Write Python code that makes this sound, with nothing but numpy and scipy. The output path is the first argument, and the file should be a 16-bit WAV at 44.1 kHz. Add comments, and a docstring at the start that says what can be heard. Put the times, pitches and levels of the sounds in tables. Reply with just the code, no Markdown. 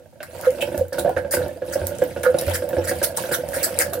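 """A ridged metal juicer knocks and chatters on a glass bowl as a lemon half is pressed and twisted on it.
Each blow rings the plate, the bowl and the hollow between them, which hoots when the juicer rocks free.
Pulp crackles, juice spits out in squirts, rubbing adds a few short rasps and single cells tick sharply.
The hardest pushes thump the worktop. It is all heard close up in a kitchen, over quiet room air."""
import sys
import numpy as np
from scipy import signal
from scipy.fft import rfft, irfft, next_fast_len
from scipy.io import wavfile
from scipy.ndimage import map_coordinates

SR = 44100
rng = np.random.default_rng(int(sys.argv[2]) if len(sys.argv) > 2 else 0)


def persist_wave(psi):
    """Save psi, clipped to +-1, as 16-bit WAV."""
    counts = np.round(np.clip(psi, -1, 1) * 32767).astype(np.int16)
    wavfile.write(sys.argv[1], SR, np.atleast_2d(counts).T)


N = 176400

# The twisting hand. 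Each row: time in seconds, chatter level in dB, wet crackle level in dB.
HAND_EFFORT = [(.17, -46.5, -67), (.36, -34, -42), (.79, -24.5, -44), (0.901, -46, -61), (0.958, -27, -43),
               (1.28, -31, -59), (1.429, -24, -40.5), (1.60, -37.5, -58), (1.688, -28.5, -41),
               (2.32, -29, -47), (2.50, -28, -29.5), (2.63, -28.5, -47), (2.99, -26, -37.5),
               (3.14, -32.5, -47.5), (3.198, -27.5, -31.5), (3.45, -30.5, -45.5), (3.59, -28.5, -32.5),
               (4.0, -26.5, -48)]
# Juicer on bowl. Each row: start in seconds, level in dB, hollow's pitch in Hz, relative clack in dB.
RIM_KNOCKS = [(0.204, -28.5, 606, -4), (0.624, -16, 562, -12), (0.745, -17, 596, -18),
              (0.923, -21, 537, -18.5), (0.941, -29, 555, -3), (0.982, -16, 563, -13),
              (1.047, -11, 585, -26), (1.058, -13.5, 695, -20), (1.075, -14.5, 543, -25),
              (1.092, -14.5, 715, -22), (1.165, -15, 542, -13.5), (1.18, -15.5, 539, -18.5),
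              (1.247, -21, 555, -20), (1.337, -16, 570, -5.5), (1.368, -15, 524, -16),
              (1.619, -17.5, 527.5, -20.5), (1.756, -13.5, 571, -19), (1.815, -21, 597, -14),
              (1.836, -20.5, 540, -22), (2.019, -8, 525, -17), (2.162, -19.5, 543, -12),
              (2.236, -20.5, 533, -4), (2.343, -11, 543, -19), (2.481, -14, 579, -13),
              (2.621, -17.5, 545, -19), (2.639, -19, 557, -36), (2.73, -18, 521, -13),
              (2.767, -15.5, 583, -15.5), (2.781, -12, 524, -39), (2.912, -16, 540, -9),
              (3.016, -15, 555, -12.5), (3.237, -27.5, 570, -2.5), (3.313, -14.5, 517, -10),
              (3.434, -23, 595, -25), (3.565, -18, 541, -18)]
# Ring of the covered bowl. Each row: pitch in Hz, seconds to fade by 60 dB, level in dB.
BOWL_MODES = [(150, 0.071, -19), (288.4, 0.13, -23.5), (351.7, 0.08, -8.5), (521.5, 0.27, -15),
              (574, 0.06, -13), (734, 0.12, -17), (868, 0.14, -24.5)]
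# Clack of the metal plate. Each row: pitch in Hz, seconds to fade by 60 dB, level in dB.
PLATE_MODES = [(945, 0.048, -2), (1487, 0.02, 9), (1608, 0.035, 5.5), (2706, 0.014, 0)]
# Spits of juice and short midrange rubbing rasps (the three rows with the body above 20 dB).
# Each row: start in seconds, swell in seconds, level in dB, relative body in dB, body pitch in Hz.
SQUIRTS_AND_RASPS = [(0.229, 0.0011, -35.5, 7, 1600), (0.434, 0.03, -49, 27.5, 1335),
                     (0.607, 0.016, -31.5, 11, 2940), (0.928, 0.0038, -34.5, 4, 1510),
                     (0.984, 0.013, -32, 2, 3970), (1.162, 0.021, -50, 24, 1600),
                     (1.310, 0.04, -25.5, -1.5, 1710), (1.723, 0.019, -33, 0.5, 1600),
                     (2.231, 0.0033, -30.5, 3, 1880), (2.247, 0.02, -47.5, 27.5, 1400),
                     (2.384, 0.0039, -27.5, 3.5, 4900), (2.534, 0.023, -27.5, 2, 1580),
                     (2.839, 0.012, -37.5, 2, 1800), (2.873, 0.023, -28, 2.5, 1800),
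                     (3.027, 0.018, -20.5, -3, 1560), (3.165, 0.01, -29.5, -6, 1700),
                     (3.317, 0.032, -25.5, 4, 1430), (3.533, 0.036, -31, 2, 1670),
                     (3.628, 0.016, -20, -2, 1660), (3.792, 0.03, -23.5, 7, 1760),
                     (3.931, 0.0056, -28, 3.5, 1350)]
# Fleshy midrange of pulp. Each row: frequency in Hz, level in dB.
PULP_EQ = [(300, -10), (700, 7.5), (1150, -6), (1600, -1.5), (2800, -5), (14000, -31)]
# Bright fizz of spray. Each row: frequency in Hz, level in dB.
SPRAY_EQ = [(1500, -41), (4700, -8), (6500, -11), (9300, -3.5), (16000, -8.5)]
# Single cells bursting. Each row: start in seconds, level in dB.
CELL_TICKS = [(0.412, -28), (0.506, -31), (0.778, -24), (0.883, -39.5), (1.094, -33), (1.482, -36),
              (1.869, -17.5), (1.883, -36), (1.985, -30), (2.039, -29.5), (2.249, -27.5), (2.412, -21),
              (2.69, -27), (2.854, -32.5), (3.173, -17), (3.488, -26), (3.789, -11)]
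# The hollow singing on. Each row: start in seconds, level in dB, pitch in Hz, decay in seconds.
HOLLOW_HOOTS = [(.469, -7, 513.3, 0.024), (.809, -8, 529, 0.014), (2.262, -11, 507.5, 0.059)]
# Hard pushes into the worktop. Each row: start in seconds, level in dB.
WORKTOP_THUMPS = [(0.777, -20.5), (1.158, -24), (1.371, -22), (1.813, -18.5), (2.47, -13), (2.769, -18)]
# Low rumble of the worktop. Each row: frequency in Hz, level in dB.
RUMBLE_EQ = [(40, -43), (62, -13), (88, 4.5), (105, -6.5), (350, -10), (600, -42)]
# Bass-heavy room air. Each row: frequency in Hz, level in dB.
AIR_EQ = [(25, -78), (90, -7.5), (600, -38.5), (16000, -47)]

HOLLOW_HZ, CONTACT_S = 559.9, 0.0031
RING_TIME = np.arange(SR // 2) / SR  # seconds since an event began


def undb(db):
    """Decibels to gain."""
    return 10 ** (np.asarray(db) / 20)


def unit(x):
    """Scale to rms 1."""
    return x / np.sqrt(np.mean(x ** 2))


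def rise(t, attack_s):
    """Smooth attack towards full level."""
    return 1 - np.exp(-t / attack_s)


def add(out, start, x):
    """Mix x into out, from start in seconds."""
    i = max(int(start * SR), 0)
    out[i:i + len(x)] += x[:max(len(out) - i, 0)]


def convolve(x, response):
    """Convolve along time, keeping the length."""
    size = next_fast_len(x.shape[-1] + response.shape[-1])
    return irfft(rfft(x, size) * rfft(response, size), size)[..., :x.shape[-1]]


def colour(x, eq, size=4096):
    """Minimum-phase EQ with unit power gain."""
    hz, db = np.array(eq).T
    log_hz = np.log(np.fft.rfftfreq(size) * SR + 1)
    gain = unit(undb(np.interp(log_hz, np.log(hz), db)))
    cepstrum = irfft(np.log(gain))
    cepstrum[1:size // 2] *= 2
    cepstrum[size // 2 + 1:] = 0
    return convolve(x, irfft(np.exp(rfft(cepstrum))))


def clicks(per_s, spread_db):
    """Random clicks of uneven size, scattered across the stereo field; rms 1."""
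    size = undb(spread_db * np.minimum(rng.exponential(size=N), 4))
    sides = rng.choice([-1, 1], N) + rng.standard_normal((2, N))
    return unit((rng.random(N) < per_s / SR) * size * sides)


def twisting_hand():
    """The hand rides two gain curves: chatter and wet crackle."""
    times, *levels = np.array(HAND_EFFORT).T
    return [undb(np.interp(np.arange(N) / SR, times, db)) for db in levels]


def struck_modes(modes, t, scatter):
    """Ringing modes; the grip shifts their pitch and strength a little at every blow."""
    hz, t60, db = np.array(modes).T[:, :, None]
    detune, strength = rng.standard_normal((2, len(modes), 1))
    envelopes = undb(db + 3.5 * strength) * np.exp(-np.log(1000) * t / t60)
    waves = np.sin(2 * np.pi * hz * (1 + scatter * detune) * t)
    return np.sum(envelopes * waves, axis=0) * rise(t, CONTACT_S)


def knock(hz, clack_db, swell_s=0.0042, scuff_s=0.016):
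    """One blow: the hollow under the juicer swells and dies, bowl and plate ring, the rim scuffs."""
    t = np.arange(SR // 5) / SR
    hollow = t / swell_s * np.exp(1 - t / swell_s) * np.sin(2 * np.pi * hz * t)
    grip = np.sqrt(hz / HOLLOW_HZ)  # the push that raises the hollow's pitch also raises the bowl's
    scuff = colour(rng.standard_normal(len(t)) * np.exp(-t / scuff_s), PULP_EQ)
    bowl = struck_modes(BOWL_MODES, t * grip, scatter=0.014)
    plate = struck_modes(PLATE_MODES, t, scatter=0.045)
    return hollow + undb(3) * bowl + undb(clack_db + 8) * (plate / 2 + undb(-13) * scuff)


def juicer_rattle(chatter_per_s=55, pitch_scatter=0.0832):
    """Loud knocks, with uneven chatter between them as the peel slips over the ridges."""
    out = np.zeros(N)
    for start, db, hz, clack_db in RIM_KNOCKS:
        add(out, start, undb(db - 1.5) * knock(hz, clack_db))
    force, _ = twisting_hand()
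    start = 0
    while start < (N - 1) / SR:
        size, pitch, gap = rng.standard_normal(3)
        gain = force[int(start * SR)] * undb(3 * min(size, 1.5) - 0.5)
        add(out, start, gain * knock(HOLLOW_HZ * np.exp(pitch_scatter * pitch), clack_db=-16.5))
        start += np.exp(0.4 * gap) / chatter_per_s
    return out


def juice_and_rasps(drops_per_s=7000, release_s=0.006):
    """Cells crackle; a squirt is spray over a body of tearing pulp, a rubbing rasp nearly all body."""
    bodies, spray_gain, t = np.zeros((2, N)), np.zeros(N), RING_TIME
    grit = colour(clicks(drops_per_s / 2, spread_db=-1), PULP_EQ)
    for start, swell_s, db, body_db, hz in SQUIRTS_AND_RASPS:
        swell = np.interp(t, [0, swell_s], [0.33, 1])
        envelope = swell * np.exp(-np.maximum(t - swell_s, 0) / release_s)
        add(spray_gain, start, undb(db + 6.5) * envelope)
        grains = np.roll(grit, -int(start * SR), axis=1)[:, :len(t)]
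        resonance = signal.iirpeak(hz, Q=2, fs=SR)  # in a squirt, a wet pocket ringing
        ringing = unit(signal.lfilter(*resonance, signal.lfilter(*resonance, grains)))
        for side, body in zip(bodies, unit(undb(-9) * grains + ringing)):
            add(side, start, undb(db + body_db - 3) * envelope * body)
    _, wetness = twisting_hand()
    spray = spray_gain * clicks(drops_per_s, spread_db=-1)
    crackle = undb(-3) * wetness * clicks(per_s=1700, spread_db=3.6)
    grind = undb(-2.5) * wetness * grit
    return bodies + colour(spray + crackle, SPRAY_EQ) + grind


def wet_gaps(x, depth_db=3.6, step_s=0.013, step_hz=800):
    """Wet gaps under the peel open and close, so the colour of the splutter keeps shifting."""
    hz, t, spectra = signal.stft(x, SR, nperseg=256)
    grid = np.meshgrid(hz / step_hz, t / step_s, indexing="ij")
    fields = rng.standard_normal((3, 128, 512))
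    shared, left, right = (map_coordinates(field, grid, mode="mirror") for field in fields)
    gain = undb(depth_db * (shared + np.array([left, right])))
    return signal.istft(spectra * unit(gain), SR)[1][:, :N]


def bursting_cells(centre_hz=11500, decay_s=0.0013):
    """Each bursting cell snaps for a few milliseconds at its own high pitch."""
    out, t = np.zeros((2, N)), RING_TIME
    for start, db in CELL_TICKS:
        hz = min(centre_hz * np.exp(0.15 * rng.standard_normal()), 15800)
        resonance = signal.iirpeak(hz, Q=2.5, fs=SR)
        for side in out:
            snap = unit(signal.lfilter(*resonance, rng.standard_normal(len(t))))
            add(side, start, undb(db + 5) * np.exp(-t / decay_s) * snap)
    return out


def hollow_hoots(rock_hz=34, damp_s=0.06):
    """The freed juicer lets the hollow sing a round tone, throbbing as it rocks until the hand damps it."""
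    out, t = np.zeros(N), RING_TIME
    throb = 1 + 0.3 * np.sin(2 * np.pi * rock_hz * t)
    damping = 1 / (1 + (t / damp_s) ** 8)
    for start, db, hz, decay_s in HOLLOW_HOOTS:
        envelope = rise(t, CONTACT_S) * np.exp(-t / decay_s) * throb * damping
        add(out, start, undb(db) * envelope * np.sin(2 * np.pi * hz * t))
    return out


def worktop(boom_hz=89.1, decay_s=0.063):
    """The worktop booms under each hard push and rumbles with the chatter."""
    out, t = np.zeros(N), RING_TIME
    envelope = rise(t, attack_s=0.0042) * np.exp(-t / decay_s)
    boom = envelope / envelope.max() * np.sin(2 * np.pi * boom_hz * t)
    for start, db in WORKTOP_THUMPS:
        add(out, start, undb(db - 7.5) * boom)
    force, _ = twisting_hand()
    rumble = colour(force * rng.standard_normal(N), RUMBLE_EQ)
    return out + undb(-13) * rumble


def kitchen(x, t60_s=0.15, wide_hz=1120):
    """Hard walls add a short tail, wider in the treble than in the bass."""
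    t = RING_TIME
    hz = np.fft.rfftfreq(len(t)) * SR
    treble = hz ** 2 / (hz ** 2 + wide_hz ** 2)
    tail = np.exp(-np.log(1000) * t / t60_s) * rise(t, attack_s=0.002)
    mid, side = rfft(rng.standard_normal((2, len(t))) * tail / np.linalg.norm(tail))
    side *= (1 + treble) / 2
    response = irfft(np.array([mid + side, mid - side])) / np.sqrt(2)
    return x + undb(-3.5) * convolve(x, response)


def scene():
    """Juicer, juice, rasps and worktop in the kitchen, over quiet room air."""
    air = undb(-53) * colour(rng.standard_normal((2, N)), AIR_EQ)
    close = juicer_rattle() + wet_gaps(juice_and_rasps()) + bursting_cells() + hollow_hoots() + worktop()
    return kitchen(close) + air


def record(dry):
    """The left mic port is farther off and late; its treble resonance pulls the fizz left. The top is cut."""
    port_hz, width_hz, lag_s, top_hz = 9100, 950, 1.4 / SR, 15800
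    hz = np.fft.rfftfreq(N) * SR
    balance_db = -4.5 + 13.5 / (1 + ((hz - port_hz) / width_hz) ** 2)
    left = undb(balance_db / 2) * np.exp(-2j * np.pi * hz * lag_s)
    right = undb(-balance_db / 2)
    high_cut = signal.ellip(10, 0.2, 70, top_hz, fs=SR, output="sos")
    return signal.sosfilt(high_cut, irfft(rfft(dry) * np.array([left, right])))


dry = scene()
out = record(dry)
persist_wave(out)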